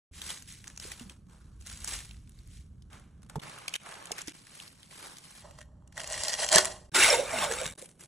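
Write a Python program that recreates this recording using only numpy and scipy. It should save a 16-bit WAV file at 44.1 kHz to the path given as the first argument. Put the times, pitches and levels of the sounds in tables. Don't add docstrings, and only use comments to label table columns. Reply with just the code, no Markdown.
import sys
import numpy as np
from scipy import signal
from scipy.fft import rfft, irfft, next_fast_len
from scipy.io import wavfile
from scipy.ndimage import uniform_filter1d

SR = 44100
rng = np.random.default_rng(int(sys.argv[2]) if len(sys.argv) > 2 else 0)


def natural_amplitude(level_db):
    exponent = np.asarray(level_db, float) / 20
    return 10 ** exponent


def output_pcm(signal):
    pcm = np.clip(np.atleast_2d(signal).T, -1, 1) * 32767
    wavfile.write(sys.argv[1], SR, np.round(pcm).astype(np.int16))


N = 355887


def evened(x):
    return x / np.sqrt(np.mean(x ** 2) + 1e-20)


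def read(points, hz):
    f, value = np.transpose(points)
    return np.interp(np.log(hz + 1), np.log(f + 1), value)


def columns(rows):
    s, *cols = np.transpose(rows)
    t = np.arange(s[0], s[-1], 1 / SR)
    return s[0], [np.interp(t, s, c) for c in cols]


def add(mix, s, sound):
    part = mix[round(s * SR):][:len(sound)]
    part += sound[:len(part)]


def resonate(x, hz, width):
    turn = np.exp(2j * np.pi * np.cumsum(hz * np.ones(len(x))) / SR)
    r = np.exp(-np.pi * width / SR)
    return 2 * (turn * signal.lfilter([1 - r], [1, -r], x / turn)).real


def strokes(rows, start, end):
    stroke_db = 20
    t = np.arange(start, end, 1 / SR)
    peaks = [start] + [row[0] for row in rows] + [end]
    gains = []
    for (s, db, rise, fall), before, after in zip(rows, peaks, peaks[2:]):
        slope = np.maximum((s - t) / rise, (t - s) / fall)
        gains.append(natural_amplitude(db - stroke_db * slope) * (t > before) * (t < after))
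    return gains


HELD = {"pastry": (.11, 2.9, -14, -81, -80), "box": (2.9, 4.33, 0, -76, -78),
        "sheet": (4.33, 5.93, -11, -81, -88), "lid": (5.42, 6.9, -8, -85, -95),
        "foil": (6.915, 7.74, -10, -72, -60), "jar": (7.74, 8.07, -8, -75, -77)}


def effort(rows, held):
    start, end, heft_db, idle_body_db, idle_crisp_db = HELD[held]
    power = np.array(strokes([row[:4] for row in rows], start, end)) ** 2
    heft = natural_amplitude(np.array([heft_db + sum(row[4:]) for row in rows])) ** 2
    body = np.sqrt(heft @ power + natural_amplitude(idle_body_db) ** 2)
    crisp = np.sqrt(power.sum(0) + natural_amplitude(idle_crisp_db) ** 2)
    return start, body, crisp


def flicker(n, per_s, spread_db, ring_s):
    happens = rng.random(n) < per_s / SR
    power = natural_amplitude(spread_db * np.minimum(rng.exponential(1, n), 4)) ** 2 * happens
    power = signal.lfilter([1], [1, -np.exp(-1 / (ring_s * SR))], power)
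    power = signal.lfilter([1], [1, -np.exp(-1.6 / (ring_s * SR))], power[::-1])[::-1]
    return power / (uniform_filter1d(power, 3000) + 1e-9)


TONE_HZ = [300, 700, 1100, 2300, 4300, 5000, 6000, 10500, 13000, 15300]


def crinkle(rows, held, tone, per_s, spread_db, smooth, ring_s=0.0014, patch_s=0.0024):
    s, body, crisp = effort(rows, held)
    n = len(body)
    size = next_fast_len(n)
    hz = np.fft.rfftfreq(size, 1 / SR)
    colour = natural_amplitude(read([(150, -48.5)] + list(zip(TONE_HZ, tone)) + [(16000, -38)], hz))
    noise = rfft(rng.standard_normal(n), size) * colour
    wide = flicker(n, per_s, spread_db, ring_s)
    centres = np.geomspace(500, 13000, num=11)
    dull, bright = np.zeros((2, n))
    for k, f in enumerate(centres):
        patch = np.sqrt(np.interp(np.log(hz + 1), np.log(centres), np.arange(len(centres)) == k))
        bursts = 1.02 * wide + .4 * flicker(n, per_s / 3, spread_db, patch_s)
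        power = smooth + (1 - smooth) * bursts
        layer = bright if f > 1700 else dull
        layer += irfft(noise * patch, size)[:n] * np.sqrt(power)
    return s, body * evened(dull) + crisp * evened(bright)


# peak in seconds, effort in dB, rise in seconds, fall in seconds,
# and extra heft in dB where the grip is unusual.
PASTRY = [(.137, -53.5, .015, .4, -10), (.303, -38.5, .18, .13), (.483, -46.5, .02, .2, -8),
          (.676, -55.5, .08, .2, 7), (.825, -42.5, .03, .12), (.918, -45.5, .15, .1),
          (1.01, -50, .07, .1, 8), (1.1, -55, .025, .08, 9), (1.3, -64.5, .03, .5, 13),
          (1.612, -60.5, .03, .15), (1.672, -47.5, .035, .6), (1.878, -42, .1, .2), (1.938, -37, .2, .12),
          (2.05, -54, .1, .2), (2.39, -66, .3, .3), (2.56, -56, .15, .11, -10)]
PASTRY_TONE = [-3, -10, -4, -4, -3, -2, -4, -3, -9, -5]


def pastry():
    return crinkle(PASTRY, "pastry", PASTRY_TONE, 500, 2.8, 0.24)


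# peak in seconds, effort in dB, rise in seconds, fall in seconds, extra heft in dB.
BOX = [(2.935, -55, .05, .14, 0), (3.3, -63, .01, .2, 4), (3.43, -50, .05, .7, -2),
       (3.757, -39, .027, .008, -16), (3.865, -51.5, .06, .9, 0), (4.19, -44, .03, .07, -9),
       (4.285, -46.5, .04, .05, -15)]
BOX_TONE = [-8.5, -7.5, -6, -4, -9.5, -9.5, -10.5, -10.5, -17.5, -19]


def box():
    return crinkle(BOX, "box", BOX_TONE, 570, 4.6, 0.7)


# peak in seconds, effort in dB, rise in seconds, fall in seconds,
# and sometimes extra heft in dB.
SHEET = [(4.345, -55, .02, .22),(4.532, -55, .2, .4), (4.635, -52, .3, .19), (4.8, -61, .08, .8),
         (4.915, -56, .04, .6), (5.06, -48, .3, .2, 5), (5.28, -54, .3, .2), (5.395, -51, .15, .05),
         (5.613, -64.5, .3, .05)]
SHEET_TONE = [2, -3, 0., -2, -2, -.5, -3, -1, -6, -15]


def sheet():
    return crinkle(SHEET, "sheet", SHEET_TONE, 400, 2.8, 0.3)


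# peak in seconds, effort in dB, rise in seconds, fall in seconds, extra heft in dB.
LID = [(5.45, -62, .03, .14, 10), (5.985, -49, .04, .35, 0), (6.128, -45, .15, .6, -2),
       (6.345, -39, .6, .04, -6), (6.388, -39, .04, .3, -6), (6.441, -35, .2, .08, -3),
       (6.522, -30, .022, .15, 0), (6.557, -23.5, .07, .1, -1), (6.585, -24.5, .05, .045, -2),
       (6.655, -41, .2, .125, 0)]
LID_TONE = [-6, 1, 0., -13, -10, -6.5, -10.5, -8.5, -31, -14]


def lid():
    return crinkle(LID, "lid", LID_TONE, 300, 2.2, 0.17, ring_s=.003)


# peak in seconds, effort in dB, rise in seconds, fall in seconds, extra heft in dB.
FOIL = [(6.948, -28.5, .009, .6, -3), (7.04, -24, .4, .25, -3), (7.16, -34, .5, .05, -2),
        (7.2, -38.5, .1, .065, -6), (7.44, -33.5, .3, .07, 4), (7.519, -38.5, .1, .15, 3),
        (7.663, -42.5, .5, .06, 0)]
FOIL_TONE = [0., 2, 4, -4.5, -6, -5, -8, -3, -19, .5]


def foil():
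    return crinkle(FOIL, "foil", FOIL_TONE, 300, 3.5, 0.75, ring_s=0.0023, patch_s=0.0036)


# peak in seconds, effort in dB, rise in seconds, fall in seconds.
JAR = [(7.785, -50, .04, .1), (7.826, -48, .05, .1), (8.012, -46, .022, .07)]
JAR_TONE = [10.5, 0., -3.5, -4, -6.5, -5, -7, 2.5, -15, -27]


def jar():
    return crinkle(JAR, "jar", JAR_TONE, 400, 5.7, 0.13)


def snaps(rows, wide_db, octaves, t60, spike_db, trim_db):
    rise_s = .008
    out = np.zeros(N)
    t = (np.arange(2048) - 256) / SR
    hz = np.fft.rfftfreq(2048, 1 / SR)
    noise = rfft(rng.standard_normal((len(rows), 2048)))
    wide = natural_amplitude(read([(200, -14), (1500, -3), (10500, -1.5), (12000, -6), (15300, -11.5), (16000, -56.5)], hz))
    for (s, db, f), z in zip(rows, noise):
        colour = np.exp(-(np.log2((hz + 1) / f) / octaves) ** 2) + natural_amplitude(wide_db) * wide
        fade = natural_amplitude(-60 * np.maximum(t / (t60 * (3000 / f) ** .3), -t / rise_s))
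        spike = np.roll(irfft(colour), 256)
        snap = evened(irfft(z * colour)) * fade + natural_amplitude(spike_db) * spike / spike.max()
        peak = np.sqrt(uniform_filter1d(snap ** 2, size=40).max())
        add(out, s + t[0], natural_amplitude(db + trim_db) * snap / peak)
    return out


# time in seconds, peak in dB, centre in Hz.
FLAKES = [(0.2182, -27, 3100), (0.3038, -26, 3270), (0.3736, -40, 3270), (0.3852, -43, 7320),
          (0.4241, -39, 6290), (0.5247, -39, 6800), (0.6425, -38, 1980), (0.6733, -38, 1550),
          (0.6791, -32, 6290), (0.701, -42, 2070), (0.7633, -43, 6200), (0.7766, -30, 5860),
          (0.8001, -30, 6030), (0.8739, -37, 9040), (0.9188, -29, 2070), (0.9969, -37, 3100),
          (1.0975, -36, 2930), (1.2684, -63, 1120), (1.604, -56, 10590), (1.612, -47, 6200),
          (1.6237, -49, 10590), (1.6651, -39, 1640), (1.6709, -33, 6120), (1.6993, -35, 5770),
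          (1.7163, -39, 1380), (1.7279, -37, 7320), (1.7362, -40, 5770), (1.7743, -38, 7580),
          (1.8044, -40, 8960), (1.8458, -24, 8010), (1.8764, -26, 6890), (1.8841, -30, 7490),
          (1.8923, -31, 10850), (1.9383, -28, 6630), (1.9642, -32, 6120), (1.99, -34, 4050),
          (2.0053, -37, 2330), (2.0496, -42, 4480), (2.0546, -41, 10340), (2.0936, -47, 3530),
          (2.1113, -38, 2930), (2.1341, -50, 10250), (2.1445, -51, 2410), (2.1681, -53, 4050),
          (2.2754, -54, 2930), (2.295, -45, 9910), (2.3202, -56, 5860), (2.3899, -47, 4310),
          (2.4751, -51, 9220), (2.8231, -50, 4130)]
# time in seconds, peak in dB, centre in Hz.
CREASES = [(2.9051, -58, 1120), (2.9309, -44, 2580), (2.9977, -51, 1810), (3.2208, -56, 1290),
           (3.2317, -49, 1290), (3.2481, -60, 1640), (3.2647, -57, 1120), (3.2905, -57, 1380),
           (3.2983, -37, 1290), (3.3578, -36, 1120), (3.3628, -42, 1120), (3.398, -40, 3360),
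           (3.4353, -39, 2070), (3.4966, -42, 1460), (3.5866, -38, 1120), (3.6816, -24, 2760),
           (3.6937, -37, 5680), (3.7268, -46, 3530), (3.74, -23, 2760), (3.7556, -25, 3100),
           (3.7613, -26, 2150), (3.7822, -52, 2070), (3.8174, -48, 2240), (3.8349, -47, 1290),
           (3.8908, -39, 1460), (3.9138, -41, 2150), (3.9189, -41, 1720), (3.9416, -42, 1120),
           (3.9553, -43, 1640), (4.057, -34, 7920), (4.0719, -41, 3530), (4.1188, -22, 6370),
           (4.1244, -34, 2670), (4.1645, -44, 1980), (4.1826, -31, 1460), (4.1895, -32, 1980),
           (4.2105, -36, 1290), (4.2178, -29, 6800), (4.2751, -32, 6720), (4.2824, -30, 5600),
           (4.2948, -40, 6800), (4.3199, -47, 2670), (4.4692, -45, 1810), (4.601, -35, 3450),
           (4.6789, -42, 4310), (4.8312, -42, 3530), (4.9112, -45, 2240), (5.1699, -39, 5170),
           (5.1847, -38, 6890), (5.5105, -48, 1210), (5.588, -44, 1290), (5.6079, -49, 1640),
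           (5.6146, -45, 1810), (5.6278, -53, 1720), (5.8765, -53, 7060), (5.9254, -51, 1720)]


def flakes_and_creases():
    return snaps(FLAKES + CREASES, -4.0, 0.4, 0.018, 12.0, -3.0)


# time in seconds, peak in dB, centre in Hz.
THREAD = [(5.9714, -35, 1810), (5.9782, -27, 1720), (5.9983, -32, 2760), (6.0031, -28, 1640),
          (6.0164, -33, 2760), (6.036, -30, 8700), (6.0436, -32, 1810), (6.0755, -28, 7580),
          (6.0804, -35, 7240), (6.1014, -29, 7670), (6.1194, -30, 8180), (6.1249, -23, 7580),
          (6.1321, -24, 5940), (6.1419, -28, 1720), (6.1778, -27, 1720), (6.2124, -27, 6460),
          (6.2362, -18, 6290), (6.2418, -27, 7240), (6.2501, -25, 7410), (6.2726, -27, 6290),
          (6.2832, -18, 5770), (6.2952, -25, 5680), (6.2999, -27, 5600), (6.3337, -22, 6120),
          (6.34, -20, 5940), (6.3504, -29, 1640), (6.4325, -22, 1720), (6.4467, -20, 6980),
          (6.4656, -24, 7150), (6.4808, -29, 7750), (6.4898, -17, 6980), (6.4987, -27, 6720),
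          (6.5177, -15, 7490), (6.5286, -11, 7320), (6.5499, -9, 5770), (6.5598, -5, 6980),
          (6.5837, -7, 1380), (6.6481, -19, 8270), (6.6556, -16, 8440)]


def thread_slips():
    return snaps(THREAD, -4.0, 0.35, 0.012, 13.0, -7.0)


# time in seconds, peak in dB, centre in Hz.
TICKS = [(6.9468, -18, 3700), (6.9653, -13, 3700), (7.0105, -13, 1980), (7.0367, -11, 2410),
         (7.0443, -7, 1890), (7.053, -13, 1890), (7.0628, -14, 1810), (7.0893, -14, 1640),
         (7.1004, -14, 5600), (7.2072, -26, 1120), (7.3155, -29, 6980), (7.3874, -22, 1210),
         (7.4198, -21, 3790), (7.4426, -20, 1120), (7.4485, -21, 1290), (7.5141, -22, 1550),
         (7.5233, -20, 1720), (7.5371, -24, 1460), (7.5518, -29, 7840), (7.5666, -31, 8180),
         (7.5808, -30, 2500), (7.5864, -27, 2670), (7.6009, -29, 1120), (7.6152, -22, 9300),
         (7.6337, -27, 3100), (7.646, -30, 7580), (7.6575, -23, 1550), (7.6643, -21, 7670),
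         (7.6774, -26, 7670), (7.6893, -36, 9990), (7.6999, -35, 10080), (7.7108, -33, 9910),
         (7.724, -34, 10160), (7.7928, -37, 9220), (7.8242, -30, 9040), (7.8911, -44, 7920),
         (7.9147, -44, 7060), (8.0086, -35, 8610), (8.047, -43, 5860)]


def foil_ticks():
    return snaps(TICKS, -2.0, 0.3, 0.012, 12.0, -9.0)


def ringing(x, start, end, modes, wander, swell_db):
    part = x[round(start * SR):round(end * SR)]
    steps = rng.standard_normal((2, len(modes), len(part) // 256 + 1))
    drift = np.repeat(uniform_filter1d(steps, size=4), 256, 2)
    drift = evened(uniform_filter1d(drift, 256))[..., :len(part)]
    total = np.zeros(len(part))
    for (hz, width, db), pitch, swell in zip(modes, *drift):
        total += natural_amplitude(db + swell_db * swell) * resonate(part, hz * (1 + wander * pitch), width)
    return start, total


# pitch in Hz, width in Hz, level in dB.
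LID_MODES = [(615, 60, 14.5), (800, 150, 3), (1000, 120, 1), (1880, 110, 9), (2830, 120, 5), (3200, 150, 4),
             (4240, 200, 3), (4870, 80, 5), (5820, 250, 1), (7400, 500, -1)]


def lid_ring(x):
    return ringing(x, 5.42, 6.9, LID_MODES, .012, 1.2)


# pitch in Hz, width in Hz, level in dB.
FOIL_MODES = [(900, 90, 4), (1200, 80, 4), (1500, 80, 5), (2260, 120, 7), (2700, 120, 3), (5600, 160, 3),
              (7500, 200, 3)]


def foil_ring(x):
    return ringing(x, 6.915, 7.74, FOIL_MODES, .05, 4.2)


# pitch in Hz, width in Hz, level in dB.
RIM = [(3650, 160, 5)]


def rim_ring(x):
    return ringing(x, 6.915, 7.74, RIM, .02, 5.0)


# time in seconds, pitch in Hz, level in dB.
PULLS = [
    [(6.94, 1150, 1), (7.0, 1600, 0), (7.045, 2050, 2), (7.16, 2500, -1)],
    [(7.26, 1500, 2), (7.33, 2000, 5), (7.39, 2800, 6), (7.43, 3600, 5), (7.47, 3000, -6)],
]


def foil_pulls(x):
    out = np.zeros(N)
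    width = 500
    for rows in PULLS:
        s, (hz, db) = columns(rows)
        part = x[round(s * SR):][:len(hz)]
        add(out, s, natural_amplitude(db) * resonate(resonate(part, hz, width), hz, width))
    return out


# peak in seconds, level in dB, pitch in Hz.
MOUTH = [(6.975, -35, 345), (7.0, -37, 360), (7.098, -25, 670), (7.135, -26, 530), (7.2, -26, 506),
         (7.343, -32, 640), (7.443, -33, 625), (7.513, -34, 463), (7.62, -35, 530)]
# time in seconds, pitch in Hz, level in dB.
FLAP = [(7.32, 284.5, -51.5), (7.448, 157, -52.5), (7.56, 181.7, -75)]


def jar_air():
    gulp_rise_s, gulp_fall_s = .04, .06
    out = np.zeros(N)
    s, end = HELD["foil"][:2]
    level = sum(strokes([(at, db, gulp_rise_s, gulp_fall_s) for at, db, _ in MOUTH], s, end))
    hz = np.interp(s + np.arange(len(level)) / SR, *np.transpose(MOUTH)[::2])
    drive = rng.standard_normal(len(hz)) * np.sqrt(0.19 + flicker(len(hz), 120, 3.0, 0.0073))
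    air = resonate(resonate(drive, hz, 87), hz, 240)
    add(out, s, level * air / np.sqrt(uniform_filter1d(air ** 2, size=1200)))
    s, (hz, db) = columns(FLAP)
    hum = np.sin(2 * np.pi * np.cumsum(hz) / SR)
    add(out, s, natural_amplitude(db + 7.5) * hum * signal.windows.tukey(len(db), .2))
    return out


# time in seconds, peak in dB, pitch in
# Hz, time to fade by 60 dB in seconds, length in seconds.
KNOCKS = [(0.852, -37.5, 420, 0.024, .05), (1.011, -39, 240, .12, .04), (1.058, -42, 190, .15, .04),
          (3.3575, -27, 887, 0.03, .008), (3.3618, -30.5, 135, 0.87, 0.015),
          (3.3766, -30.5, 170, 0.87, 0.0095), (4.109, -32.5, 744, 0.022, .02), (4.119, -36, 450, .03, .02),
          (4.28, -35, 300, 0.05, 0.02), (.875, -42, 500, .04, .03), (6.556, -23.5, 180, 0.067, 0.19),
          (6.56, -22, 383, 0.046, .1), (6.581, -26, 370, .08, .1), (6.568, -15, 1740, .05, .03),
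          (6.582, -17, 1500, .04, .03), (7.14, -21, 920, .1, .03), (3.364, -38, 430, .1, .02),
          (7.004, -16, 2300, .04, .02), (7.103, -13, 5430, .03, .012), (7.66, -33, 153.5, 0.061, .1),
          (7.825, -38.5, 523, 0.056, .05)]


def knocks():
    out = np.zeros(N)
    for s, db, hz, t60, length in KNOCKS:
        t = np.arange(0, length, 1 / SR)
        stop = np.minimum((length - t) / .001, 1)
        add(out, s, natural_amplitude(db - 60 * t / t60) * np.sin(2 * np.pi * hz * t) * stop)
    return out


# pitch in Hz, time to fade by 60 dB in seconds.
KITCHEN = [(200, 0.79), (2000, 0.3), (10000, 0.39)]


def kitchen(x):
    taps = np.zeros(SR // 2)
    at = np.arange(200, SR // 2 - 20, 20)
    taps[at + rng.integers(0, 20, len(at))] = rng.choice([-1., 1.], len(at))
    hz, t, z = signal.stft(taps, SR, nperseg=256)
    tail = signal.istft(z * natural_amplitude(-60 * t / read(KITCHEN, hz)[:, None]), SR, nperseg=256)[1]
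    return signal.oaconvolve(x, tail / np.linalg.norm(tail))[:N]


# start in seconds, deep air in dB, house hum in dB.
RUMBLE = [(0.11, -56, -59), (1.45, -50, -58.5), (2.9, -56, -57), (3.385, -70, -63), (5.42, -56, -60),
          (6.9, -54, -56), (7.74, -73, -62)]
# pitch in Hz, level in dB per Hz.
RUMBLE_TONE = [(65, -15), (110, -5), (174, -2), (404, -23.5), (796, -38), (1090, -47.5), (1500, -54),
               (1950, -62), (3300, -120)]


def rumble():
    starts, *levels = np.transpose(RUMBLE)
    s, out = starts[0], np.zeros(N)
    n = N - round(s * SR)
    shot = np.searchsorted(starts, s + np.arange(n) / SR, "right") - 1
    deep_db, hum_db = (uniform_filter1d(db[shot], size=400) for db in levels)
    hz = np.fft.rfftfreq(n, 1 / SR)
    z = rfft(rng.standard_normal((2, n)))
    deep_tone = [(15, -26), (32, -10), (45, 1.5), (70, 0.5), (95, -4.5), (130, -8.5), (300, -72)]
    hum_tone = RUMBLE_TONE + [(5000, -55.5), (15300, -55.5), (16000, -91)]
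    deep = irfft(z[0] * natural_amplitude(read(deep_tone, hz)), n)
    hum = irfft(z[1] * natural_amplitude(read(hum_tone, hz)), n)
    add(out, s, natural_amplitude(deep_db) * evened(deep) + natural_amplitude(hum_db) * evened(hum))
    return out


# start and end in seconds, level in dB.
CUTS = [(0, .112, -90), (3.3855, 3.393, -16), (3.408, 3.417, -14), (3.763, 3.80, -8), (4.324, 4.334, -12),
        (6.896, 6.918, -45), (7.738, 7.752, -22), (7.761, 7.776, -25), (8.061, 8.08, -15)]


def scene_changes():
    gate = np.ones(N)
    for start, end, db in CUTS:
        gate[round(start * SR):round(end * SR)] = natural_amplitude(db)
    return uniform_filter1d(gate, size=24)


def scene():
    near = flakes_and_creases() + thread_slips() + foil_ticks()
    for material in (pastry, box, sheet, lid, foil, jar):
        add(near, *material())
    add(near, *lid_ring(near))
    peel = near.copy()
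    add(near, *foil_ring(peel))
    add(near, *rim_ring(peel))
    near = near + foil_pulls(peel) + knocks() + jar_air()
    mix = near + natural_amplitude(-16) * kitchen(near) + rumble()
    return np.tile(mix * scene_changes(), (2, 1))


def band_limit(x):
    return signal.sosfilt(signal.butter(12, 16650, fs=SR, output="sos"), x)


# pitch in Hz, lead in radians.
LEAD = [(300, 0), (650, .6), (1100, .55), (1700, 0), (4000, 0), (4700, -1), (5050, -np.pi),
        (5600, -2 * np.pi), (7500, -2 * np.pi), (10000, -7.7), (11800, -3 * np.pi)]
# pitch in Hz, difference in dB.
TILT = [(50, 0), (200, -2.5), (450, -6), (800, -4), (1600, 0), (2300, 0), (4000, .6), (5600, 0)]
# pitch in Hz, likeness from 0 to 1.
ALIKE = [(60, 1), (250, .96), (600, .8), (1300, .85), (1800, .99), (2300, .99), (2700, .75), (3600, .95),
         (5000, .06), (5700, 1), (7500, 1), (9500, .6), (11000, .6), (11700, .97), (12300, 1)]
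# start in seconds, times the usual unlikeness, share of room.
WIDTH = [
    (0, 2.5, 0),
    (3.385, 1.2, 2.1),
    (5.42, 1.35, 0),
    (6.9, 1.1, 0),
]
# pitch in Hz, unlikeness of the room share.
ROOMY = [(200, .2), (600, 1), (5000, 1), (5900, .02), (7400, .02), (7800, .6), (11000, .6), (11800, .06),
         (16000, .03)]


def record(dry):
    hz, t, z = signal.stft(dry, SR, nperseg=256, noverlap=192)
    waver = uniform_filter1d(rng.standard_normal(z.shape[1:]), 5, 0)
    waver = evened(uniform_filter1d(waver, 6, 1))
    total = (abs(z[0, 20:]) ** 2).sum(0)
    jump = total > natural_amplitude(7) ** 2 * uniform_filter1d(total, size=40)
    sudden = uniform_filter1d(1. * jump, size=8) > 0
    starts, times, room = np.transpose(WIDTH)
    shot = np.searchsorted(starts[1:], t)
    room_share = np.outer(read(ROOMY, hz), room[shot])
    unlike = np.outer(-2 * np.log(read(ALIKE, hz)), times[shot]) + room_share
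    spread = np.sqrt(abs(unlike)) + 0.65 * sudden
    z = z * natural_amplitude(1.3 * room_share)
    half = np.exp(.5j * (read(LEAD, hz)[:, None] + spread * waver)) * natural_amplitude(read(TILT, hz) / 2)[:, None]
    left, right = z[0] * half, z[1] / half
    pair = np.array([left + right, left - right]) / 2
    power = uniform_filter1d(uniform_filter1d(abs(pair) ** 2, size=3, axis=1), size=18, axis=2)
    keep = (power > power[::-1] * natural_amplitude(-13) ** 2) | (hz[:, None] < 1400) | sudden
    pair = pair * keep * (hz[:, None] < 15900)
    both = np.array([pair[0] + pair[1], pair[0] - pair[1]])
    ports = signal.istft(both, SR, nperseg=256, noverlap=192)[1]
    return band_limit(ports[:, :N])


dry = scene()
out = record(dry)
output_pcm(out)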